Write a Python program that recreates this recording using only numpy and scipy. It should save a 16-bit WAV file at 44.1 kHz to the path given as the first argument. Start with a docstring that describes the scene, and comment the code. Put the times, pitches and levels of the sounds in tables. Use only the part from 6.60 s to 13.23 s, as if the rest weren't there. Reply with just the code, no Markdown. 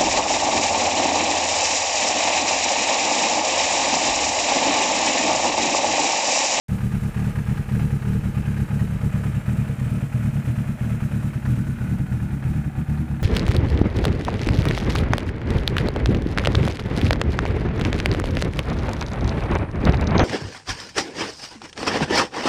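"""A thumping four-cylinder motorcycle idles unevenly, surging three times a second in a concrete yard.
Strong and weak firings boom through the silencer, and the same firings rattle the gears.
The clutch knocks, valves tick, and the chain and intake hiss in step, over a soft rumble of air.
The tone shifts as the listener walks from the bike's side to its nose; late on, an echo grows."""
import sys
import numpy as np
from scipy import signal
from scipy.fft import rfft, irfft
from scipy.io import wavfile

SR = 44100
rng = np.random.default_rng(int(sys.argv[2]) if len(sys.argv) > 2 else 0)


def wav_record(signal):
    """Record a signal, one row per channel, as 16-bit PCM in the file named by sys.argv[1]."""
    frames = np.transpose(np.atleast_2d(signal))
    bounded = np.clip(frames, -1, 1)
    # unit amplitude maps onto the largest positive 16-bit level
    quanta = np.round(bounded * 32767).astype(np.int16)
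    wavfile.write(sys.argv[1], SR, quanta)


N = 292383
TIME = np.arange(N) / SR

# the bike's side, front quarter and nose as places on the walk: ahead (0 beside it, 1 in front)
VIEWPOINTS = [.1, .57, .93]


def from_db(db):
    """Turn decibels into a gain."""
    return 10 ** (np.asarray(db) / 20)


def unit_power(x):
    """Scale a signal to an average power of one."""
    return x / np.sqrt(np.mean(x ** 2) + 1e-20)


def in_time(rows):
    """Turn rows of (time_s, values...) into one curve per value."""
    times, *columns = np.transpose(rows)
    return [np.interp(TIME, times, column) for column in columns]


def clicks(times, sizes):
    """One click of the given size at each time."""
    inside = (times >= 0) & (times < TIME[-1])
    return np.bincount((times[inside] * SR).astype(int), sizes[inside], N) + 1e-18


def resonate(x, hz, width_hz):
    """Ring at one pitch; the narrower the width, the longer the ring."""
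    r = np.exp(-np.pi * width_hz / SR)
    feedback = [1, -2 * r * np.cos(2 * np.pi * hz / SR), r * r]
    return signal.lfilter(np.array([1, 0, -1]) * (1 - r * r) / 2, feedback, x)


def keep_band(x, hz, kind, order=2):
    """Keep the "low" or the "high" side of a frequency."""
    return signal.sosfilt(signal.butter(order, hz, kind, fs=SR, output="sos"), x)


def fade(x, seconds):
    """Give each click a tail that dies away."""
    return signal.lfilter([1], [1, -np.exp(-1 / (seconds * SR))], x)


def delayed(x, seconds):
    """The same sound arriving by a longer path, whose length may change."""
    return np.interp(TIME - seconds, TIME, x)


def metal_noise(colour, ripple_db):
    """Noise of a given colour, made uneven by the many close resonances of the metal castings."""
    hz, db = np.transpose(colour)
    bins_hz = np.arange(N // 2 + 1) * SR / N + 1
    modes_hz = np.linspace(200 ** .5, 16000 ** .5, 400) ** 2
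    ripple = ripple_db * np.interp(bins_hz, modes_hz, np.sqrt(3) * rng.uniform(-1, 1, len(modes_hz)))
    gain = from_db(np.interp(np.log(bins_hz), np.log(hz), db, left=-90, right=-90) + ripple)
    return unit_power(irfft(rfft(rng.standard_normal(N)) * gain, N))


def firings():
    """When and how hard the engine fires: in each surge the crank runs ahead, then drags as burns weaken."""
    # surges of the idle: start_s, lead_s (how far the crank runs ahead), level_db
    surges = [(0.116, 0.0025, -1.7), (0.2302, 0.004, -1.5), (0.5617, 0.0038, -2), (0.8844, 0.0069, -1),
              (1.1128, 0.0115, -0.97), (1.4445, 0.0047, -0.6), (1.7678, 0.0042, -1.4),
              (2.1023, 0.0008, -1.15), (2.4325, 0.003, -0.16), (2.8802, 0.0082, -0.6),
              (3.2142, 0.0093, -2.3), (3.5443, 0.0068, -0.04), (3.873, 0.009, -0.85),
              (4.2113, 0.0055, -0.5), (4.5345, 0.005, -1.3), (4.8741, 0.012, 0.05), (5.2093, 0.0075, -1.9),
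              (5.5154, 0.0094, -0.55), (5.8483, 0.0076, 0), (6.1777, 0.000074, 0.16), (6.501, 0.00079, -1),
              (6.619, 0.005, 4)]
    # cylinders in firing order: surge_start_db, surge_end_db, spread_db, late_s
    cylinders = [(-0.5, 0.7, 0.5, 0), (-1.1, -4, 0.03, -.0007), (0, -19.5, 3, -.0001),
                 (-10, -7.5, 2, .0005)]
    # burns that fail or fire unusually hard: time_s, level_db
    odd_burns = [(0.283, -16.5), (0.42, -4), (0.533, -22), (0.639, -7), (0.936, -11.5), (1.02, -22),
                 (1.113, -3.0), (1.24, -1), (1.414, -9), (1.444, -6), (1.496, -3.5), (1.523, -4),
                 (1.574, -6.5), (1.601, -15), (1.821, -21.5), (2.016, 0.5), (2.073, -17), (2.102, -5.5),
                 (2.184, -10), (2.212, 1.5), (2.322, -4.5), (2.46, 0), (2.487, -13.5), (2.514, -18.5),
                 (2.598, -5.5), (2.794, -16.5), (3.124, -7.0), (3.238, -7.5), (3.37, -3.5), (3.398, -25),
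                 (3.455, -10), (3.568, -7), (3.701, -25), (3.951, -23), (4.033, -14), (4.062, -7),
                 (4.12, -8.5), (4.18, -17.5), (4.289, -7), (4.34, -4), (4.395, -28), (4.45, -0.5),
                 (4.478, -25), (4.507, -7), (4.671, -2), (4.785, -26), (4.845, -4.5), (4.95, -18),
                 (5.061, -6), (5.287, -3.0), (5.314, 1.5), (5.341, -2.5), (5.398, -1), (5.426, -3.5),
                 (5.455, -18), (5.485, -6.5), (5.702, -6.0), (5.925, -9.5), (6.089, -27), (6.231, -28),
                 (6.258, -20.5), (6.312, 1.5), (6.34, -1.5), (6.368, -6.5)]
    firings_per_s, sag_db_per_s = 36.1, 187
    full_burn_lag_s, flywheel_memory = .0013, .6
    starts, leads, surge_db = np.transpose(surges)
    first_firing = np.r_[0, np.cumsum(np.round(np.diff(starts) * firings_per_s))]
    number = np.arange(int(first_firing[-1]) + 1)
    # progress runs from 0 to 1 through each surge
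    surge, progress = np.divmod(np.interp(number, first_firing, np.arange(len(starts))), 1)
    surge = surge.astype(int)
    cylinder = (number - first_firing[surge]).astype(int) % len(cylinders)
    start_db, end_db, spread_db, late_s = np.array(cylinders)[cylinder].T
    early_s = leads[surge] * np.sin(np.pi * progress ** .918)
    times = np.interp(number, first_firing, starts) - early_s + late_s
    level_db = surge_db[surge] + start_db + progress * (end_db - start_db)
    level_db += sag_db_per_s * leads[surge] * (.5 - progress)   # more lead, steeper fall
    level_db += spread_db * np.clip(rng.standard_normal(len(times)), -1.5, 1.5)
    for time_s, db in odd_burns:
        level_db[np.argmin(abs(times - time_s))] = db
    strength = from_db(level_db)
    # full burns come a little late, and the flywheel carries part of that lag onward
    times += full_burn_lag_s * signal.lfilter([1], [1, -flywheel_memory], strength - strength.mean())
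    # one earlier firing: the engine is already running
    return np.r_[times[0] - 1 / firings_per_s, times], np.r_[from_db(end_db[-2]), strength]


def pipe_ring(modes, times, strength, ahead, spread_db, turbulence):
    """Each firing rings every resonance a little differently and leaves a wake of swirling gas."""
    times, sound = times - .0014, 0
    wake = turbulence * fade(clicks(times, strength), .055) * rng.standard_normal(N)
    for hz, width_hz, *levels_db, polarity in modes:
        pulses = clicks(times, strength * from_db(spread_db * rng.standard_normal(len(times))))
        gain = np.sign(polarity) * from_db(np.interp(ahead, VIEWPOINTS, levels_db))
        sound += gain * resonate(pulses + wake, hz, width_hz)
    return sound


def exhaust(times, strength, ahead):
    """Pressure pulses boom through the silencer, which passes little above its dead note."""
    # silencer resonances: pitch_hz, width_hz, side_db, quarter_db, nose_db, polarity
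    silencer_modes = [(39.2, 7.5, 32, 21, 25, 1), (73.5, 141, 33, 29, 31, -1),
                      (125.1, 23.8, 39.5, 40.5, 35, -1), (166.8, 102.4, 42, 35.5, 39.5, 1),
                      (181.4, 36.4, 42.5, 38, 40.5, -1), (152.6, 15.6, 11, 30.5, 23.5, 1),
                      (214.8, 11.6, 13, 32.5, 28, -1), (228, 22, 13, 29.5, 28, -1)]
    # higher pipe resonances: pitch_hz, width_hz, side_db, quarter_db, nose_db, polarity
    pipe_modes = [(274.4, 20.6, 12, 21.5, 19.5, 1), (311.5, 20.5, 15, 11.5, 15.5, -1),
                  (335, 13.5, 15.5, 13, 14, 1), (418, 57, 12.5, 7, 2, -1), (459.4, 41, 13, 11.5, 4, 1)]
    # boost of the deep throb along the walk: time_s, boost_db
    throb = [(0, 2), (2.2, 3), (3.2, 0), (4.6, -0.5), (5.3, 0.5), (6.6, 2.5)]
    boom = pipe_ring(silencer_modes, times, strength, ahead, spread_db=.6, turbulence=.0048)
    pipes = pipe_ring(pipe_modes, times, strength, ahead, spread_db=2.5, turbulence=.013)
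    silencer = signal.ellip(4, 1, 35, 230, fs=SR, output="sos")
    sound = keep_band(signal.sosfilt(silencer, boom), 2300, "low")
    sound += keep_band(keep_band(pipes, 770, "low"), 174, "high")
    sound -= resonate(sound, hz=247.3, width_hz=29)   # the dead note
    throb_db, = in_time(throb)
    return sound + (from_db(throb_db) - 1) * resonate(sound, hz=74, width_hz=25)


def fairing_hollows(rattle):
    """Hollows in the fairing (the bike's shell) ring with the rattle as the listener passes each opening."""
    # openings: passing_s, half_length_s, pitch_hz, width_hz, level_db
    openings = [(2.0, 0.31, 1583, 150, -7), (2.6, 0.39, 1280, 140, -12), (3.8, 0.84, 636, 130, -8),
                (5.25, 0.37, 1485, 91, -7), (6.25, 0.85, 760, 70, -9)]
    sound = 0
    for passing_s, half_length_s, hz, width_hz, db in openings:
        nearness = np.exp(-((TIME - passing_s) / half_length_s) ** 2)
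        ring = resonate(resonate(rattle, hz, width_hz), hz, width_hz)
        sound += from_db(db) * nearness * unit_power(ring)
    return sound


def crankcase_ring(blow_s, blow, ahead):
    """Each gear blow and its two rebounds ring the engine's case, with a new mix of pitches every time."""
    # crankcase resonances: pitch_hz, width_hz, side_db, quarter_db, nose_db
    case_modes = [(768, 33, -22, -32, -14), (824, 28, -14, -15.5, -15), (885, 41, -21, -21.5, -14),
                  (1214, 23, -15, -33, -16), (1302, 25, -20, -13, -20), (1459.5, 23, -23, -22, -18.5),
                  (1634, 34, -14, -23, -25), (1705, 58, -17, -28, -14), (2478, 43, -17, -16, -17.5)]
    rebound_s, rebound_loss_db = .008, 2
    bounce = np.arange(3)
    scatter = rng.uniform(-.3083, .3, (len(blow), len(bounce)))
    hit_s = (blow_s[:, None] + .00202 + rebound_s * (bounce + scatter)).ravel()
    force = (blow[:, None] * from_db(-rebound_loss_db * bounce)).ravel()
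    sound = 0
    for hz, width_hz, *levels_db in case_modes:
        sizes = force * from_db(rng.uniform(-5, 5, len(force))) * rng.choice([-1, 1], len(force))
        ring = unit_power(resonate(clicks(hit_s, sizes), hz, width_hz))
        sound += from_db(np.interp(ahead, VIEWPOINTS, levels_db)) * ring
    return keep_band(sound, 3000, "low")


def gear_clatter(times, strength, ahead):
    """Loose gears slap together on every power stroke, hardest when a strong burn follows a weak one."""
    # colour of the clatter from the side, front quarter and nose: pitch_hz, level_db
    side = [(280, -24), (480, 5.5), (580, 3), (800, 1.5), (1020, -2.5), (1250, 1), (1700, -1.5), (2200, -3),
            (2600, -4.5), (3100, -10), (3600, -19), (4500, -20.5), (6000, -26), (9900, -120)]
    quarter = [(280, -18), (480, 0), (600, 10), (800, 0), (1020, 2), (1400, 3.5), (1700, 4.5), (2100, 1),
               (2600, -1.5), (3100, -6), (3600, -15.5), (4500, -32), (6000, -51), (9900, -120)]
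    nose = [(280, 10), (480, 0), (600, 4), (800, 1.5), (1080, -2), (1400, 4), (1750, 1), (2100, -0.5),
            (2600, -4.5), (3100, -10), (3900, -18), (4600, -22), (6000, -52), (9900, -120)]
    next_burn = np.roll(strength, -1)   # a power stroke comes before its exhaust pulse
    burn_db = 9.5 * np.minimum(next_burn, .75)
    jolt_db = np.clip(next_burn - strength, 0, .5)
    blow = from_db(burn_db + jolt_db + rng.uniform(-1, 1, len(times)))
    blow_s = times + .0041 + .001217 * rng.standard_normal(len(times))
    rattling = unit_power(fade(fade(clicks(blow_s, blow), .021), .0049))
    # blows break up into small tooth contacts, about 900 a second
    contacts = unit_power(fade((rng.random(N) < 900 / SR) + 1e-18, .004))
    loudness = unit_power(np.sqrt(.37 + rattling ** 2) * np.sqrt(.77 + contacts ** 2))
    # the fairing hides and reveals parts of the engine as the listener moves
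    shares = [np.interp(ahead, VIEWPOINTS, row) for row in np.eye(3)]
    castings = sum(np.sqrt(share) * metal_noise(colour, ripple_db=1.7)
                   for share, colour in zip(shares, (side, quarter, nose)))
    hollows = fairing_hollows(loudness * rng.standard_normal(N))
    return from_db(-2.5) * (loudness * castings + hollows) + crankcase_ring(blow_s, blow, ahead)


def valves(times):
    """Valves snap shut twice per firing; gives the loudness of their ticks and their thin ring."""
    # valve gear resonances: pitch_hz, width_hz, level_db
    valve_modes = [(7300, 80, -15), (7720, 90, -17), (8050, 80, -13.5), (8850, 100, -14.5),
                   (9300, 110, -18)]
    shut_s = np.r_[times + .001, times + .0135] + .0011 * rng.standard_normal(2 * len(times))
    sizes = from_db(4 * rng.standard_normal(len(shut_s)))
    ticks = unit_power(fade(clicks(shut_s, sizes), .0022))
    ring = 0
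    for hz, width_hz, db in valve_modes:
        taps = clicks(shut_s, rng.uniform(-1.4, 1, len(shut_s)))
        ring += from_db(db) * unit_power(resonate(taps, hz, width_hz))
    return ticks, ring


def engine_hiss(times, strength, ahead):
    """Chain and intake hiss swells with strong firings and each turn of the crank; valves tick in it."""
    # colour of the hiss: pitch_hz, level_db
    colour = [(2500, -2), (3800, 6), (4800, 2), (6000, 4.5), (7500, 5.5), (9500, 5.5), (11000, 3),
              (13000, 0.5), (15500, 0.5)]
    # its bounce off the concrete: time_s, delay_s, gain
    ground = [(0, 0.001, .2), (1.6, 0.0013, 0.31), (2.5, 0.0013, 0.32), (3.6, 0.001395, 0.23),
              (4.6, .00155, 0.34), (6.6, 0.0016, .2)]
    swell = unit_power(fade(fade(clicks(times - .021, strength), .021), .018))
    crank_turns = np.interp(TIME - .013, times, np.arange(len(times))) / 2
    sway = from_db(.74 * np.cos(2 * np.pi * crank_turns))
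    ticks, ring = valves(times)
    in_view = np.exp(-((ahead - .44) / .19) ** 2)   # the ring is heard near the front quarter
    loudness = unit_power(sway * np.sqrt(.57 + swell ** 2 + .054 * ticks ** 2))
    direct = loudness * (metal_noise(colour, ripple_db=1.1) + in_view * ring)
    delay_s, gain = in_time(ground)
    return (direct + gain * delayed(direct, delay_s)) / np.sqrt(1 + gain ** 2)


def air_rumble():
    """A soft low rumble of air fills the yard."""
    lows = keep_band(rng.standard_normal(N), 65, "low")
    return from_db(-43.5) * unit_power(keep_band(lows, 38, "high", order=4))


def clutch_knocks():
    """Each knock is one sharp blow and a short burst of contacts that ring the clutch cover."""
    # the hardest knocks: time_s, level_db
    knocks = [(0.3187, -30), (0.5448, -27.5), (0.5725, -30), (0.648, -31), (0.7553, -32.5), (0.786, -32),
              (0.893, -31), (0.9758, -26), (1.0921, -30), (1.122, -32), (1.3081, -32), (1.4203, -27.5),
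              (1.5316, -30), (1.9706, -31), (2.0818, -31), (2.1941, -30), (2.5508, -30), (2.6371, -27),
              (2.8885, -29.5), (3.1953, -31), (4.19, -35), (4.7323, -32), (4.8549, -22.5), (5.069, -32),
              (5.1843, -31), (5.825, -31), (6.3751, -30.5)]
    # cover resonances: pitch_hz, width_hz, level_db
    cover_modes = [(990, 120, -2), (1284, 95, -5), (1520, 140, -1), (1868, 69, 3.5), (2620, 85, -11)]
    times, level_db = np.transpose(knocks)
    blows = clicks(times, from_db(level_db + 5.5))
    burst = keep_band(7 * blows + fade(blows, .009) * rng.standard_normal(N), 3500, "low")
    crack = from_db(-18) * resonate(burst, hz=4000, width_hz=1800)
    return crack + sum(from_db(db) * resonate(burst, hz, width_hz) * (-1) ** k
                       for k, (hz, width_hz, db) in enumerate(cover_modes))


def shed_echo(tailpipe, ahead_gain=1):
    """The exhaust bounces off the sheds, louder towards the end of the walk."""
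    # the echo: time_s, delay_s, gain
    echo = [(4.3, 0.019, 0.03), (5.1, 0.017, .18), (6.43, 0.01285, 0.35)]
    delay_s, gain = in_time(echo)
    return gain * delayed(tailpipe, delay_s)


def tiny_snap():
    """One bright snap, over in about a millisecond."""
    click = clicks(times=np.array([5.3865]), sizes=from_db([-38.5]))
    return keep_band(fade(click, .0006) * rng.standard_normal(N), 2700, "high")


def scene():
    """The same firings drive exhaust, clatter and hiss; knocks, a snap and the air join them."""
    # the walk round the bike: time_s, ahead (0 beside it, 1 in front)
    walk = [(0, 0.078), (1.8, 0.15), (3.0, 0.45), (3.9, 0.63), (5.1, 0.76), (6.63, 1)]
    # engine noise along the walk: time_s, clatter_db, hiss_db
    engine_levels = [(0.1, -42.5, -48), (0.8, -42.5, -49), (1.7, -42.5, -50), (2.3, -43, -50),
                     (2.9, -42, -50.5), (3.6, -43, -50), (4.3, -43, -50.5), (4.9, -44, -51),
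                     (5.5, -45.5, -53.5), (6.1, -44.5, -54.5), (6.6, -45, -56)]
    times, strength = firings()
    ahead, = in_time(walk)
    clatter_db, hiss_db = in_time(engine_levels)
    tailpipe = exhaust(times, strength, ahead)
    engine = from_db(clatter_db + 1.94) * gear_clatter(times, strength, ahead) + clutch_knocks()
    engine += from_db(hiss_db - 3) * engine_hiss(times, strength, ahead)
    return (tailpipe + shed_echo(tailpipe) + engine + tiny_snap() + air_rumble())[None]


def record(dry):
    """The sound opens after a brief silence, its biggest peaks rounded and its highest treble cut."""
    start_s, cutoff_hz = .083, 15400
    rounded = .6 * np.tanh(dry / .6)
    treble_cut = signal.ellip(10, .1, 90, cutoff_hz, fs=SR, output="sos")
    return signal.sosfilt(treble_cut, rounded * (TIME >= start_s))


dry = scene()
out = record(dry)
wav_record(out)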